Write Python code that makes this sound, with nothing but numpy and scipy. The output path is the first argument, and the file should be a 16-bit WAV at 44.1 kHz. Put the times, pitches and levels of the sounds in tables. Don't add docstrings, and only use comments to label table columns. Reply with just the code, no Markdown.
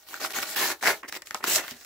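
import sys
import numpy as np
from scipy import signal
from scipy.io import wavfile
from scipy.ndimage import uniform_filter1d

SR = 44100
rng = np.random.default_rng(int(sys.argv[2]) if len(sys.argv) > 2 else 0)


def pcm_store(signal):
    levels = np.round(np.clip(np.atleast_2d(signal), -1, 1) * 32767)
    wavfile.write(sys.argv[1], SR, levels.astype(np.int16).T)


def convert_level_to_amplitude(level_db):
    exponent = np.asarray(level_db, float) / 20
    return 10 ** exponent


N = 81585


def evened(x):
    return x / np.sqrt(np.mean(x ** 2) + 1e-20)


def read(points, hz):
    f, value = np.transpose(points)
    return np.interp(np.log(hz + 1), np.log(f + 1), value)


def colour(x, points):
    hz = abs(np.fft.fftfreq(4096, 1 / SR))
    log_gain = np.log(convert_level_to_amplitude(read(points, hz)))
    spectrum = np.exp(np.conj(signal.hilbert(log_gain)))
    taps = np.fft.ifft(spectrum).real[:2048]
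    return signal.oaconvolve(x, taps)[:len(x)]


def resonate(x, hz, width):
    r = np.exp(-np.pi * abs(width) / SR)
    pole = r * np.exp(2j * np.pi * hz / SR)
    return 2 * signal.lfilter([1 - r], [1, -pole], x).real


def wavelet(hz, cycles):
    turns = np.arange(round(4 * abs(cycles) * SR / hz) + 2) * hz / SR
    u = turns / cycles
    return np.sin(2 * np.pi * turns) * u * np.exp(1 - u) * np.exp(-(u / 2) ** 2)


def add(mix, s, sound):
    part = mix[round(s * SR):][:len(sound)]
    part += sound[:len(part)]


def fibres(per_s, spread_db):
    u = rng.random((N, 3))
    size = convert_level_to_amplitude(-spread_db * np.log(u[:, 1] + 0.032))
    return np.sign(u[:, 0] - .5) * size * (u[:, 2] < per_s / SR)


# (time [s], force level [dB], edge fizz against the sheet's body [dB])
ENTRY = [
    (0, -62, 4.5),
    (.06, -60, -0.5),
    (.088, -55, 8.5),
    (.143, -40.5, -4.5),
    (.165, -42.5, -4),
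    (.198, -55, 2.5),
]
FIRST = [
    (.198, -40, -10),
    (0.204, -40, -1),
    (0.251, -30.5, -1.5),
    (.27, -40, 1.7),
    (0.29, -53, 2),
    (0.306, -39, -4),
    (0.325, -43.5, 5),
]
SECOND = [
    (0.331, -51.5, 4.5),
    (0.34, -37, 0.5),
    (0.362, -31.5, -0.5),
    (0.391, -31.5, -2.5),
    (0.414, -39, -1),
    (.432, -29, -2),
    (0.444, -39.5, -5),
    (0.493, -42, 5.5),
    (0.551, -39.5, 0),
]
LONG = [
    (0.551, -42.5, -16),
    (0.562, -32.5, 3.5),
    (0.619, -26.5, -1),
    (.67, -30.5, 0.5),
    (0.719, -29, -1.5),
    (.75, -51, -6.5),
    (.785, -73, 10),
    (.797, -61, 6),
    (.81, -64, 2),
]
RIP = [
    (0.811, -46, 10),
    (0.812, -48, 0),
    (0.821, -41, -2),
    (0.825, -34, -2),
    (0.844, -27, -9),
    (0.875, -20.5, -7),
    (0.908, -24, -5.5),
    (0.948, -38.5, -7),
    (1.021, -76, 16),
]
KNOCK = [
    (1.029, -44, -30),
    (1.032, -39, -36),
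    (1.05, -41, -21),
    (1.075, -62, -6),
]
STUTTER = [
    (1.074, -69, -0.16),
    (1.082, -42, -1.1),
    (1.096, -41, -0.87),
    (1.106, -73, 0.6),
    (1.124, -49.5, 0.96),
    (1.128, -45, 1),
    (1.174, -38.5, -0.37),
    (1.181, -63, -1),
]
DRAG = [
    (1.251, -57, -10),
    (1.262, -57, 9),
    (1.3, -59.5, 5),
    (1.345, -50.5, -6.5),
    (1.358, -56.5, 10.5),
    (1.422, -60.5, -0.5),
    (1.428, -41.5, -15),
    (1.44, -41, -1),
]
LAST = [
    (1.441, -26, -9.5),
    (1.46, -37.5, -3),
    (1.481, -31, 2.5),
    (1.525, -32.5, 7.5),
    (1.565, -31, 7.5),
    (1.591, -28.5, -7.5),
    (1.622, -38, -10),
    (1.671, -48, 1.5),
]
FALL = [
    (1.67, -48, 1.8),
    (1.685, -46, 2.8),
    (1.72, -45.5, 2.2),
    (1.735, -52, 0.68),
    (1.8, -57, 1.8),
    (1.812, -50, 1.1),
    (1.85, -61.5, 6.1),
]


def sawing():
    t, force, edge = np.arange(N) / SR, np.zeros(N), np.zeros(N)
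    for pull in (ENTRY, FIRST, SECOND, LONG, RIP, KNOCK, STUTTER, DRAG, LAST, FALL):
        s, db, bite_db = np.transpose(pull)
        force = np.maximum(force, convert_level_to_amplitude(np.interp(t, s, db, -120, -120)))
        edge = np.maximum(edge, convert_level_to_amplitude(np.interp(t, s, db + bite_db, -120, -120)))
    clump_s, clump_db = .003, 2
    clump = convert_level_to_amplitude(clump_db * evened(resonate(rng.standard_normal(N), 0, 0.67 / clump_s)))
    low = fibres(per_s=4500, spread_db=3) * clump
    high = fibres(per_s=9000, spread_db=2.5) * np.sqrt(clump)
    return low / np.std(low) * force, high / np.std(high) * edge


# (frequency [Hz], level [dB])
BODY = [(70, -31), (170, -14), (320, -7), (560, -5), (1700, -5), (2300, -8.5), (2800, -9), (6000, -52.5)]
# (start time [s], [(frequency [Hz], width [Hz], level [dB])])
SHEET = [
    (0, [(328, 130, -2.5), (645, 23, 6), (790, 33, 6.5), (1150, 40, -2), (1476, 55, 6), (1870, 58, 7), (2250, 50, 7)]),
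    (0.548, [(349, 42, 4.5), (810, 120, 0.5), (1030, 130, 0.5), (1436, 20, 6), (1740, 140, 7.5), (2142, 37, 12), (2490, 130, -2)]),
    (.8, [(410, 40, 4), (653, 25, 5), (867, 56, -1), (1450, 58, 0), (1727, 48, 11), (300, 25, 2), (2150, 210, 5)]),
    (1.02, [(317, 74, 12), (1030, 37, -3), (1230, 67, -10), (1880, 190, 8), (2090, 110, 5.5)]),
    (1.448, [(320, 51, 4), (688, 85, 8.5), (1430, 77, 3), (1810, 420, 7.5), (1990, 140, 5), (2640, 100, 8)]),
]


def buckling_sheet(low):
    t, unit, sheet = np.arange(N) / SR, np.eye(1, 4096)[0], np.zeros(N)
    stage = np.searchsorted([s for s, _ in SHEET], t, "right") - 1
    ring_db, grain_cycles, grain_db = 2.5, 0.63, -10
    for k, (_, modes) in enumerate(SHEET):
        rings = sum(convert_level_to_amplitude(db) * resonate(unit, hz, width) for hz, width, db in modes)
        body = evened(colour(unit, BODY)) + convert_level_to_amplitude(ring_db) * evened(colour(rings, BODY))
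        sheet += signal.oaconvolve(low * (stage == k), body / np.linalg.norm(body))[:N]
    patch = rng.integers(0, 16, N)
    for k, hz in enumerate(np.geomspace(330, 2250, num=16)):
        grain = wavelet(hz, grain_cycles)
        gain = convert_level_to_amplitude(grain_db + read(BODY, hz)) * np.sqrt(hz / 1000) / np.linalg.norm(grain)
        sheet += signal.oaconvolve(low * (patch == k), gain * grain)[:N]
    return 0.72 * sheet


def bending(x):
    z = signal.stft(x, nperseg=256)[2]
    patches = uniform_filter1d(rng.standard_normal(z.shape), size=9, axis=0)
    patches = uniform_filter1d(patches, size=16, axis=1)
    return signal.istft(z * convert_level_to_amplitude(2.2 * evened(patches)), nperseg=256)[1][:N]


# (frequency [Hz], level [dB])
FIZZ = [(1500, -19), (2800, 0.5), (5000, -1.5), (7800, -0.5), (8600, -8), (11500, -1.5), (15600, -1)]
# (frequency [Hz], width [Hz], level [dB])
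EDGE = [(4340, 490, 4), (5600, 2200, 11.5)]


def fizzing_edge(high):
    unit = np.eye(1, 4096)[0]
    bands = sum(convert_level_to_amplitude(db) * resonate(unit, hz, width) / np.sqrt(width) for hz, width, db in EDGE)
    fizz = evened(colour(unit, FIZZ)) + convert_level_to_amplitude(-8) * evened(bands)
    return bending(signal.oaconvolve(high, fizz / np.linalg.norm(fizz))[:N])


# (frequency [Hz], level [dB])
HUSH = [(30, -4), (70, 1), (250, -30), (1500, -28), (9000, -21), (16000, -16)]


def room_hush():
    return convert_level_to_amplitude(-65) * evened(colour(rng.standard_normal(N), HUSH))


# (time [s], peak level [dB], ring frequency [Hz], length [cycles])
SNAPS = [(.086, -46, 1100, 1.5), (.132, -36, 1000, 1.5), (.1418, -25, 1480, 2.4), (.175, -37, 1400, 2),
         (.204, -33, 1070, 1.1), (.214, -30, 600, 1.1), (.2472, -21.5, 1250, 1.8), (.2485, -27, 2400, 1.5),
         (.251, -24, 1400, 1.1), (.3, -33, 1750, 1.5), (.339, -30, 2430, 2), (.3555, -27, 1400, 1.5),
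         (.361, -27, 1150, 1.5), (.3865, -25, 1450, 1.5), (.43, -26, 1300, 1.5), (.49, -32, 1780, 1.5),
         (.562, -26, 1800, 1.1), (.57, -27, 1050, 1.5), (.58, -25, 1700, 1.5), (.593, -25, 1500, 1),
         (.628, -25, 1300, 1), (.641, -24, 1750, 1.8), (.798, -52, 1070, 1.1), (.811, -36, 1990, 1.1),
         (.827, -20, 1500, 1.1), (.834, -25, 800, 1.5), (.8365, -25, 1880, 1.5), (.844, -20, 1500, .8),
         (.857, -17, 1800, 1), (.859, -12, 1650, 1.1), (.868, -12, 1700, 1.5), (.8728, -12.5, 2050, 2),
         (.8752, -13, 1950, 1.3), (.881, -19, 800, 1.1), (.8835, -16, 1200, .8), (.887, -17, 950, .9),
         (.892, -19, 1600, 1.8), (.897, -20, 850, 1.2), (.9035, -17, 1550, 2), (.91, -21, 1400, 1.1),
         (1.1255, -25, 1900, 1.3), (1.033, -36, 1080, 4), (1.478, -31, 320, 1.5), (1.565, -29, 650, 3.5),
         (1.584, -30, 1730, 5), (1.74, -43, 2100, 2)]
# (time [s], peak level [dB], ring
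# frequency [Hz], crack level [dB], rattle level [dB])
CATCHES = [(.306, -34.5, 1414, 3, -17), (1.0318, -33, 1670, -32, -8), (1.125, -32.5, 1260, 3.5, -8),
           (1.143, -27, 2170, -21, -33), (1.152, -28, 2150, -6, -13), (1.1645, -31.5, 960, -3.5, -5.5),
           (1.221, -36.5, 2080, 2.5, -10), (1.2715, -39.5, 2300, 2, -8), (1.309, -22, 1790, -10, -16),
           (1.3463, -20, 1130, -4.5, -5), (1.405, -43, 783, -22, 5), (1.4408, -15, 1260, -6.5, -24.5),
           (1.477, -51, 1900, -11, -16), (1.56, -30.5, 670, 14.5, -25), (1.639, -33, 1150, -7.5, -2),
           (1.681, -32, 1770, -0.5, -3.5), (1.711, -42.5, 2230, 9.5, -6), (1.848, -39.5, 2630, 0.5, -5)]
# (frequency [Hz], level [dB])
CRACK = [(700, -18.5), (1500, -3.5), (3300, -3), (4800, 1), (6100, -8), (7200, -2), (9000, -13),
         (16000, -13.5)]


def snaps():
    out, t = np.zeros(N), np.arange(4000) / SR
    crack_t60, rattle_t60, rattle_rise_s, rattle_width_hz = .008, .055, 0.0031, 2400
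    rows = [(*row, 1.1) for row in CATCHES]
    rows += [(s, db, hz, -13, -23, cycles) for s, db, hz, cycles in SNAPS]
    for s, db, hz, crack_db, rattle_db, cycles in rows:
        crack_noise, rattle_noise, lump_noise = rng.standard_normal((3, 4000))
        crack = evened(colour(crack_noise + 5 * (t == 0), CRACK))
        crack *= convert_level_to_amplitude(crack_db - 60 * t / crack_t60)
        lumps = convert_level_to_amplitude(2.5 * evened(resonate(lump_noise, 0, 120)))
        rattle = evened(colour(resonate(rattle_noise * lumps, hz, rattle_width_hz), BODY))
        rattle *= np.minimum(t / rattle_rise_s, 1) * convert_level_to_amplitude(rattle_db - 60 * t / rattle_t60)
        add(out, s, convert_level_to_amplitude(db) * (crack + rattle))
        add(out, s, convert_level_to_amplitude(db) * 1.3 * wavelet(hz, cycles))
    return out


# (frequency [Hz], width [Hz], level [dB])
BLADE = [(7000, 60, -16), (7250, 130, -5.5), (7780, 60, -10), (7980, 83, -8.5)]
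# (start [s], top [s], end [s])
BLADE_S = (1.4, 1.55, 1.59)


def singing_blade(high):
    drive = np.interp(np.arange(N) / SR, BLADE_S, [0, 1, 0]) * high
    return sum(convert_level_to_amplitude(db) * np.sqrt(SR / width / 10) * resonate(drive, hz, width) for hz, width, db in BLADE)


def thump():
    out, t = np.zeros(N), np.arange(8000) / SR
    land_s, level_db, t60, rise_s = 1.716, -44.5, 0.1, 0.0016
    tone = sum(gain * np.sin(2 * np.pi * hz * t) for hz, gain in ((242, 1), (150, 0.45), (400, 0.4)))
    for late_s, db in ((0, 3.5), (.024, -3)):
        add(out, land_s + late_s, tone * np.minimum(t / rise_s, 1) * convert_level_to_amplitude(level_db + db - 60 * t / t60))
    return out


# (frequency [Hz], side level [dB])
APART = [(40, -26), (200, -17.5), (500, -9.5), (1200, -9), (2800, -1.5), (5000, -1), (16000, -1)]


def ports(x):
    z = signal.stft(x, nperseg=128, noverlap=96)[2]
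    scrambled = z * np.exp(2j * np.pi * rng.random(z.shape))
    side = signal.istft(scrambled, nperseg=128, noverlap=96)[1][:N]
    side = colour(side * np.std(x) / np.std(side), APART)
    return np.array([x + side, x - side])


# (frequency [Hz], t60 [s])
ROOM = [(300, 0.28), (2000, 0.15), (12000, 0.15)]


def room(x):
    taps = np.zeros((2, 22000))
    at = np.arange(200, 21980, 20) + rng.integers(0, 20, (2, 1089))
    np.put_along_axis(taps, at, rng.choice([-1., 1.], at.shape), 1)
    hz, t, z = signal.stft(taps, SR, nperseg=256)
    tail = signal.istft(z * convert_level_to_amplitude(-60 * t / read(ROOM, hz)[:, None]), SR, nperseg=256)[1]
    tail /= np.linalg.norm(tail[0])
    mid, side = convert_level_to_amplitude(-12) * signal.fftconvolve(x[None], tail, axes=1)[:, :N]
    return mid + colour(side, APART) * np.array([[1], [-1]])


def scene():
    low, high = sawing()
    paper = buckling_sheet(low) + fizzing_edge(high) + snaps() + singing_blade(high) + thump()
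    return ports(paper + room_hush()) + room(paper)


def top_cut(x):
    return signal.sosfilt(signal.butter(12, 16990, fs=SR, output="sos"), x)


def record(dry):
    bass_cut = signal.butter(2, 48.5, "high", fs=SR, output="sos")
    treble_cut = signal.firwin(511, 15750, window=("kaiser", 9), fs=SR)
    thin = signal.sosfilt(bass_cut, dry)
    return top_cut(signal.oaconvolve(thin, treble_cut[None], "same"))


dry = scene()
out = record(dry)
pcm_store(out)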